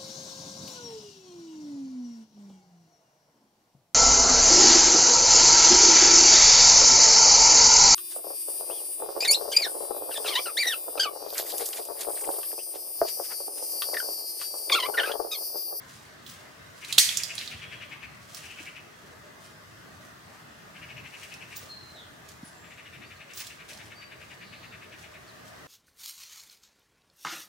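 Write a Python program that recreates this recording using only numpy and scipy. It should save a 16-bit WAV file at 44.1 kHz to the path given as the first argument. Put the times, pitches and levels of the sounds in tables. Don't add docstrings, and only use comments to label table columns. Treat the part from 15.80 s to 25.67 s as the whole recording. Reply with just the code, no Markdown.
import sys
import numpy as np
from scipy import signal
from scipy.fft import rfft, irfft, next_fast_len
from scipy.io import wavfile
from scipy.ndimage import uniform_filter1d

SR = 44100
rng = np.random.default_rng(int(sys.argv[2]) if len(sys.argv) > 2 else 0)


def transcribe(signal):
    frames = np.atleast_2d(signal).T
    limited = np.clip(frames, -1, 1)
    pcm = np.round(limited * 32767).astype(np.int16)
    wavfile.write(sys.argv[1], SR, pcm)


N = 435266


def amp(db):
    return 10 ** (np.asarray(db) / 20)


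def unit(x):
    return x / np.sqrt(np.mean(x ** 2) + 1e-20)


def smooth_noise(count, width_samples):
    return unit(uniform_filter1d(rng.standard_normal(count), width_samples))


def wander(t, slow_hz=0.98, fast_hz=5):
    rates_hz = np.geomspace(slow_hz, fast_hz, num=24)
    return unit(sum(np.sin(2 * np.pi * (hz * t + rng.random())) for hz in rates_hz))


def drift(curve, t):
    db = np.interp(t, *np.transpose(curve))
    return db - np.median(db)


def read(points, hz):
    freq_hz, value = np.transpose(points)
    return np.interp(np.log(hz + 1), np.log(freq_hz + 1), value)


def add(mix, start_s, sound):
    part = mix[max(round(start_s * SR), 0):][:len(sound)]
    part += sound[:len(part)]


def colour(x, spectrum):
    size = next_fast_len(x.shape[-1])
    gain = unit(amp(read(spectrum, np.fft.rfftfreq(size, 1 / SR))))
    return irfft(rfft(x, size) * gain, size)[..., :x.shape[-1]]


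def pair(a, b, correlation):
    return np.array([a, correlation * a + np.sqrt(1 - correlation ** 2) * b])


def pan(x, left_db):
    return x * amp([[left_db / 2], [-left_db / 2]])


def trees(x, correlation, rise_s=0.0022, early_s=0.02):
    # freq_hz, t60_s
    decay = [(300, 0.22), (2000, 1), (4000, 0.67), (8000, 0.55), (15000, 0.43)]
    noise = pair(*rng.standard_normal((2, SR)), correlation)
    hz, t, bins = signal.stft(noise, SR, nperseg=256)
    tail = signal.istft(bins * amp(-60 * t / read(decay, hz)[:, None]), SR, nperseg=256)[1]
    t = np.arange(tail.shape[1]) / SR
    tail *= (1 - np.exp(-t / rise_s)) * (1 + np.exp(-t / early_s))
    return signal.fftconvolve(x[None], tail / np.linalg.norm(tail[0]), axes=1)[:, :N]


def air(level_db=-49.5, patchy_db=2.0, rumble_depth=0.9, rumble_swell_db=1.0, hiss_swell_db=0.3):
    # freq_hz, relative_db
    spectrum = [(20, -34), (35, -39), (58, -16.5), (85, -2.5), (125, -1), (250, -7), (500, -8), (900, -9.5),
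                (1800, -9), (2500, -16), (6000, -22), (10000, -29.5), (15500, -31.5)]
    # centre_hz, width_hz, gain_db
    humps = [(526, 180, -2.5), (618, 88, 4.5), (860, 170, -2), (1203, 130, 3.5), (1376, 140, -2),
             (1820, 1100, 1.5), (2260, 240, -4.5)]
    # freq_hz, correlation
    likeness = [(60, 0.88), (130, 0.94), (290, 0.19), (640, 0.14), (1400, 0.0186), (3100, 0.057),
                (6800, 0.17), (15000, 0.6)]
    # freq_hz, share
    rumble_reach = [(150, 0.53), (400, 0.024)]
    # time_s, relative_db
    rumble_curve = [(0.0, -63), (1.35, -57.5), (1.67, -58), (1.76, -47), (1.84, -56), (2.33, -52.5),
                    (3.21, -67.5), (3.32, -57), (7.2, -59), (7.39, -65.5), (8.0, -56), (8.33, -63.5),
                    (8.49, -57.5), (9.87, -61.5)]
    # time_s, relative_db
    hiss_curve = [(0, -56), (1.3, -55.5), (3.2, -56.5), (5.8, -55.5), (7.1, -57), (9.45, -56.5),
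                  (9.75, -53.5)]
    t = np.arange(N // 512 + 5)[:, None] * 512 / SR
    hz = np.fft.rfftfreq(2048, 1 / SR)
    re_a, im_a, re_b, im_b, patches = rng.standard_normal((len(t), len(hz), 5)).transpose(2, 0, 1)
    patches = unit(uniform_filter1d(uniform_filter1d(patches, size=8, axis=0), size=7, axis=1))
    humps_db = sum(db * np.exp(-(2 * (hz - centre) / width) ** 2) for centre, width, db in humps)
    rumble_db = rumble_depth * drift(rumble_curve, t) + rumble_swell_db * wander(t)
    hiss_db = drift(hiss_curve, t) + hiss_swell_db * wander(t)
    share = read(rumble_reach, hz)
    swell_db = share * rumble_db + (1 - share) * hiss_db
    bins = pair(re_a + 1j * im_a, re_b + 1j * im_b, read(likeness, hz))
    bins *= amp(read(spectrum, hz) + humps_db + swell_db + patchy_db * patches)
    hush = signal.istft(bins.swapaxes(1, 2), nperseg=2048, noverlap=1536)[1][:, :N]
    return amp(level_db) * pan(unit(hush), left_db=0.5)


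def rustle(ticks_per_s=4500, spread_db=1.0, clump_db=2.5, stir_db=-68, stir_spread_db=3, echo_db=-6):
    # peak_s, level_db, rise_s, decay_s
    swells = [(.11, -52, 0.05, 0.14), (.475, -48.5, .008, .11), (1.11, -41.5, 0.067, 0.061),
              (1.575, -41, 0.029, 0.11), (2.549, -45, 0.036, 0.11), (2.85, -50.5, 0.091, 0.06),
              (3.64, -52, 0.033, 0.047), (4.24, -57, .05, .05), (5.44, -50.5, 0.12, 0.13),
              (5.77, -46.5, 0.047, 0.082), (6.497, -50, 0.019, 0.027), (6.657, -53, 0.031, .042),
              (7.595, -41, 0.035, 0.058), (7.895, -47, .012, 0.099), (9.21, -53, .034, 0.032),
              (9.68, -53.5, 0.03, 0.024)]
    # freq_hz, gain_db
    spectrum = [(500, -34), (1500, -6.5), (3000, 0), (6000, -0.5), (8000, -2.5), (10500, -6.5),
                (13500, -13), (15500, -12.5)]
    t = np.arange(0, N / SR, 0.002)
    power = amp(2 * (stir_db + stir_spread_db * wander(t)))
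    for peak_s, db, rise_s, decay_s in swells:
        falloff = np.where(t < peak_s, (peak_s - t) / rise_s, (t - peak_s) / decay_s)
        power += amp(2 * db) * np.exp(-2 * falloff)
    clumps = unit(amp(clump_db * smooth_noise(len(t), 7)))
    motion = np.interp(np.arange(N) / SR, t, np.sqrt(power) * clumps)
    sizes = amp(spread_db * np.minimum(rng.exponential(1, (2, N)), 4))
    hits = rng.random((2, N)) < ticks_per_s / SR
    ticks = colour(unit(sizes * hits * rng.standard_normal((2, N))) * motion, spectrum)
    return pair(*ticks, correlation=0.48) + amp(echo_db) * trees(ticks[0], correlation=0.52)


def sizzles(echo_db=-7):
    # start_s, length_s, level_db
    bursts = [(0.418, 0.15, -60), (2.533, 0.042, -54), (5.753, 0.044, -43), (7.53, 0.12, -48)]
    # freq_hz, gain_db
    spectrum = [(8000, -60), (14600, -35), (15300, -1), (15600, 0), (15900, -7), (17000, -30)]
    hiss = np.zeros(N)
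    for start_s, length_s, db in bursts:
        swell = np.hanning(int(length_s * SR))
        add(hiss, start_s, amp(db) * unit(swell * rng.standard_normal(len(swell))))
    hiss = colour(hiss, spectrum)
    return hiss + amp(echo_db) * trees(hiss, correlation=0.6)


def fractures(breaks, ring_s, splinter_s, rise_s=0.00043, waver=0.17, slope_db_per_octave=7.5):
    # freq_hz, gain_db
    splinter = [(300, -42), (1300, -15), (2000, -33), (3500, -4.5), (6000, -8), (9000, -5.5), (12000, -7.5),
                (15500, -12.5)]
    t, cracks = np.arange(2048) / SR, np.zeros(N)
    for start_s, db, ring_hz, splinter_db in breaks:
        warp_s = waver * np.cumsum(smooth_noise(len(t), 12)) / SR
        ring = np.sin(2 * np.pi * ring_hz * (t + warp_s)) * np.exp(-t / ring_s)
        spectrum = [(hz, gain_db - slope_db_per_octave * abs(np.log2(hz / ring_hz)))
                    for hz, gain_db in splinter]
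        spray = unit(colour(rng.standard_normal(len(t)), spectrum)) * np.exp(-t / splinter_s)
        attack = 1 - np.exp(-t / rise_s)
        add(cracks, start_s, amp(db) * (ring + amp(splinter_db) * spray / np.sqrt(2)) * attack)
    return cracks


def twigs(gain_db=3, echo_db=-3):
    # start_s, relative_db, ring_hz, splinter_db
    cracks = [(.464, -40, 3510, 1), (1.047, -32.5, 3800, -4.5), (1.1255, -22.5, 3530, 4.5),
              (1.2895, -18.5, 3300, -6), (1.3712, -16, 6660, -4), (1.4342, -19.5, 4890, -5),
              (1.553, -33.5, 8520, -4), (1.580, -23, 3840, -27), (1.588, -28.5, 4600, -16),
              (1.612, -30, 4170, -19), (1.6757, -27.5, 3830, -21), (2.546, -38.5, 5600, 3.5),
              (5.539, -41.5, 5200, 0.5), (5.761, -40, 6900, -5), (5.767, -36, 6350, -7),
              (6.488, -46, 5960, 4), (7.535, -46, 6100, 4), (7.574, -38, 6000, 2), (7.603, -32.5, 6370, -2),
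              (7.6686, -41, 4180, 7), (7.932, -45, 4600, 3), (7.974, -44, 4580, -3)]
    direct = amp(gain_db) * fractures(cracks, ring_s=0.0028, splinter_s=0.004)
    return pan(direct + amp(echo_db) * trees(direct, correlation=0.27), left_db=-6.0)


def strokes(first_gap_s=0.067, sway_depth=0.087, sway_period_s=0.584,
            warm_up_db=-3.5, warm_up_strokes=0.99, tire_db=-2, tire_s=0.2, uneven_db=0.13):
    # start_s, end_s, gap_growth_s per stroke, settled_gap_s, relative_db, softness (0-1)
    bouts = [(1.034, 2.286, 0.042, .104, -39, 0.26), (2.645, 3.024, 0.0093, .108, -41, 0.1),
             (4.966, 5.79, .0044, .104, -42.8, 0.06), (6.851, 9.42, 0.0044, .1028, -46.5, 0.9)]
    for start_s, end_s, gap_growth_s, settled_gap_s, db, softness in bouts:
        time_s, count = start_s, 0
        while time_s < end_s:
            effort_db = warm_up_db * np.exp(-count / warm_up_strokes)
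            effort_db += tire_db * np.exp((time_s - end_s) / tire_s)
            yield time_s, db + effort_db - uneven_db * rng.standard_normal(), softness
            sway = 1 + sway_depth * np.cos(2 * np.pi * (time_s - start_s) / sway_period_s)
            time_s += min(first_gap_s + gap_growth_s * count, settled_gap_s * sway)
            count += 1


def insect(swell_s=0.012, fade_s=0.018, teeth_hz=330, jitter=0.3,
           wing_hz=2460, wing_q=5, wing_db=-8, direct_db=-3.5, echo_db=-8.5):
    # freq_hz, gain_db
    near_rasp = [(1000, -52), (1500, -10), (1900, -8), (2200, -1.5), (2500, 0), (2930, -1), (3150, -12),
                 (3700, -24), (5500, -20), (9000, -35)]
    # freq_hz, gain_db
    soft_rasp = [(1000, -37), (1350, -12), (1600, -5), (2200, -2.5), (2500, -3.5), (2900, -3),
                 (3150, -15.5), (3600, -8.5), (4400, -23), (9000, -48)]
    t = np.arange(-2700, 2700) / SR
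    pressure = np.exp(-0.5 * (t / np.where(t < 0, swell_s, fade_s)) ** 2)
    rasp = np.zeros(N)
    for peak_s, db, softness in strokes():
        rate_hz = teeth_hz * (1 + jitter * smooth_noise(len(t), 150))
        tooth_phase = np.cumsum(rate_hz) / SR % 1
        teeth = unit(np.exp(-tooth_phase) * rng.standard_normal(len(t)))
        scrape = (1 - softness) * colour(teeth, near_rasp) + softness * colour(teeth, soft_rasp)
        ring_hz = wing_hz * (1 + 0.055 * rng.standard_normal())
        ring = unit(signal.lfilter(*signal.iirpeak(ring_hz, wing_q, fs=SR), teeth)) * pressure
        add(rasp, peak_s + t[0], amp(db) * pressure * (scrape + amp(wing_db) * ring))
    direct = pan(np.array([np.roll(rasp, 1), rasp]), left_db=6.5)
    return amp(direct_db) * direct + amp(echo_db) * trees(rasp, correlation=0.15)


def snap(push_db=-11, push_s=0.00026, tail_db=15, ring_db=-27, ring_rise_s=0.0024, spread_cycles=0.21):
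    # start_s, level_db, ring_hz, splinter_db
    fibres = [(1.1791, -21, 5650, 4), (1.1815, -7, 3314, 4), (1.1834, -3, 3547, 1),
              (1.1847, -12, 3580, -3.5)]
    # pitch_hz, relative_db, t60_s
    modes = [(3020, -3, .2), (3170, -6, .4), (3395, 0, .4), (3800, -3.5, 0.32), (4450, 7, 0.39),
             (4580, -21, 0.26), (4600, -13, .25), (5482, 7, 0.2), (5900, 1, .3), (5945, 0, 0.37),
             (6503, -13, .33), (6400, 0.5, 0.25), (8340, 3, .25), (9150, 1, .25), (10000, -4, .3)]
    # freq_hz, gain_db
    tail_spectrum = [(300, -32), (1300, -24), (1900, -6.5), (2800, -8.5), (4000, -3), (6000, -1),
                     (9000, -3.5), (12000, -6), (15500, -16)]
    t, start_s = np.arange(SR) / SR, fibres[1][0]
    direct = fractures(fibres, ring_s=0.0021, splinter_s=0.0046)
    add(direct, start_s, amp(push_db) * (1 - t / push_s) * np.exp(-t / push_s))
    impulse, ring = np.zeros(N), np.zeros((2, N))
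    add(impulse, start_s + 0.005, amp([tail_db]))
    for hz, db, t60_s in modes:
        envelope = amp(ring_db + db - 60 * t / t60_s) * (1 - np.exp(-t / ring_rise_s))
        phases = rng.random() + spread_cycles * rng.standard_normal(2)
        for side, phase in zip(ring, phases):
            add(side, start_s, envelope * np.sin(2 * np.pi * (hz * t + phase)))
    tail = colour(trees(impulse, correlation=0.5), tail_spectrum)
    return pan(direct, left_db=-4) + pan(ring + tail, left_db=-1.5)


def whistles(skew=0.63, direct_db=-1, echo_db=-3):
    # start_s, length_s, start_hz, end_hz, relative_db, flutter_hz; the first two ring thinly near 3 kHz
    notes = [(1.482, 0.82, 3270, 3224, -57.5, 153), (2.583, 0.29, 2750, 3130, -56, 154),
             (3.43, 0.085, 590, 620, -59, 9.1), (4.58, 0.45, 2630, 2730, -70, 35),
             (5.889, .13, 4240, 4166, -46.5, 52), (5.99, 0.22, 4180, 4020, -57, 60),
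             (6.15, .12, 4020, 2990, -54, 170), (6.641, 0.06, 9930, 9670, -56, 170),
             (6.655, .42, 7480, 7300, -67.5, 135), (7.241, 0.05, 4320, 4870, -62, 50),
             (7.358, .03, 4200, 4500, -62, 150), (8.151, 0.14, 4630, 4634, -55.5, 63),
             (8.565, 0.49, 4450, 4000, -62, 440), (9.468, 0.058, 4700, 3700, -60.5, 350)]
    song = np.zeros(N)
    for start_s, length_s, start_hz, end_hz, db, flutter_hz in notes:
        progress = np.linspace(0, 1, int(length_s * SR))
        hz = start_hz + (end_hz - start_hz) * progress + flutter_hz * smooth_noise(len(progress), 70)
        envelope = np.sin(np.pi * progress ** skew)
        add(song, start_s, amp(db) * unit(envelope * np.sin(2 * np.pi * np.cumsum(hz) / SR)))
    return amp(direct_db) * song + amp(echo_db) * trees(song, correlation=0.18)


def thuds():
    # centre_s, level_db, pitch_hz, half_length_s
    pulses = [(1.757, -40.5, 96, 0.0091), (1.754, -51.5, 228, 0.017), (2.809, -44, 310, 0.0049),
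              (6.635, -33, 224, 0.0023)]
    t, knocks = np.arange(-SR // 10, SR // 10) / SR, np.zeros(N)
    for centre_s, db, hz, half_length_s in pulses:
        envelope = amp(db) * np.exp(-0.5 * (t / half_length_s) ** 2)
        add(knocks, centre_s + t[0], envelope * np.sin(2 * np.pi * hz * t))
    return knocks


def scene():
    return air() + insect() + snap() + twigs() + rustle() + whistles() + sizzles() + thuds()


def record(dry, cutoff_hz=15900):
    lowpass = signal.firwin(511, cutoff_hz, window=("kaiser", 9), fs=SR)
    return signal.oaconvolve(np.clip(dry, -1, 1), lowpass[None], "same")


dry = scene()
out = record(dry)
transcribe(out)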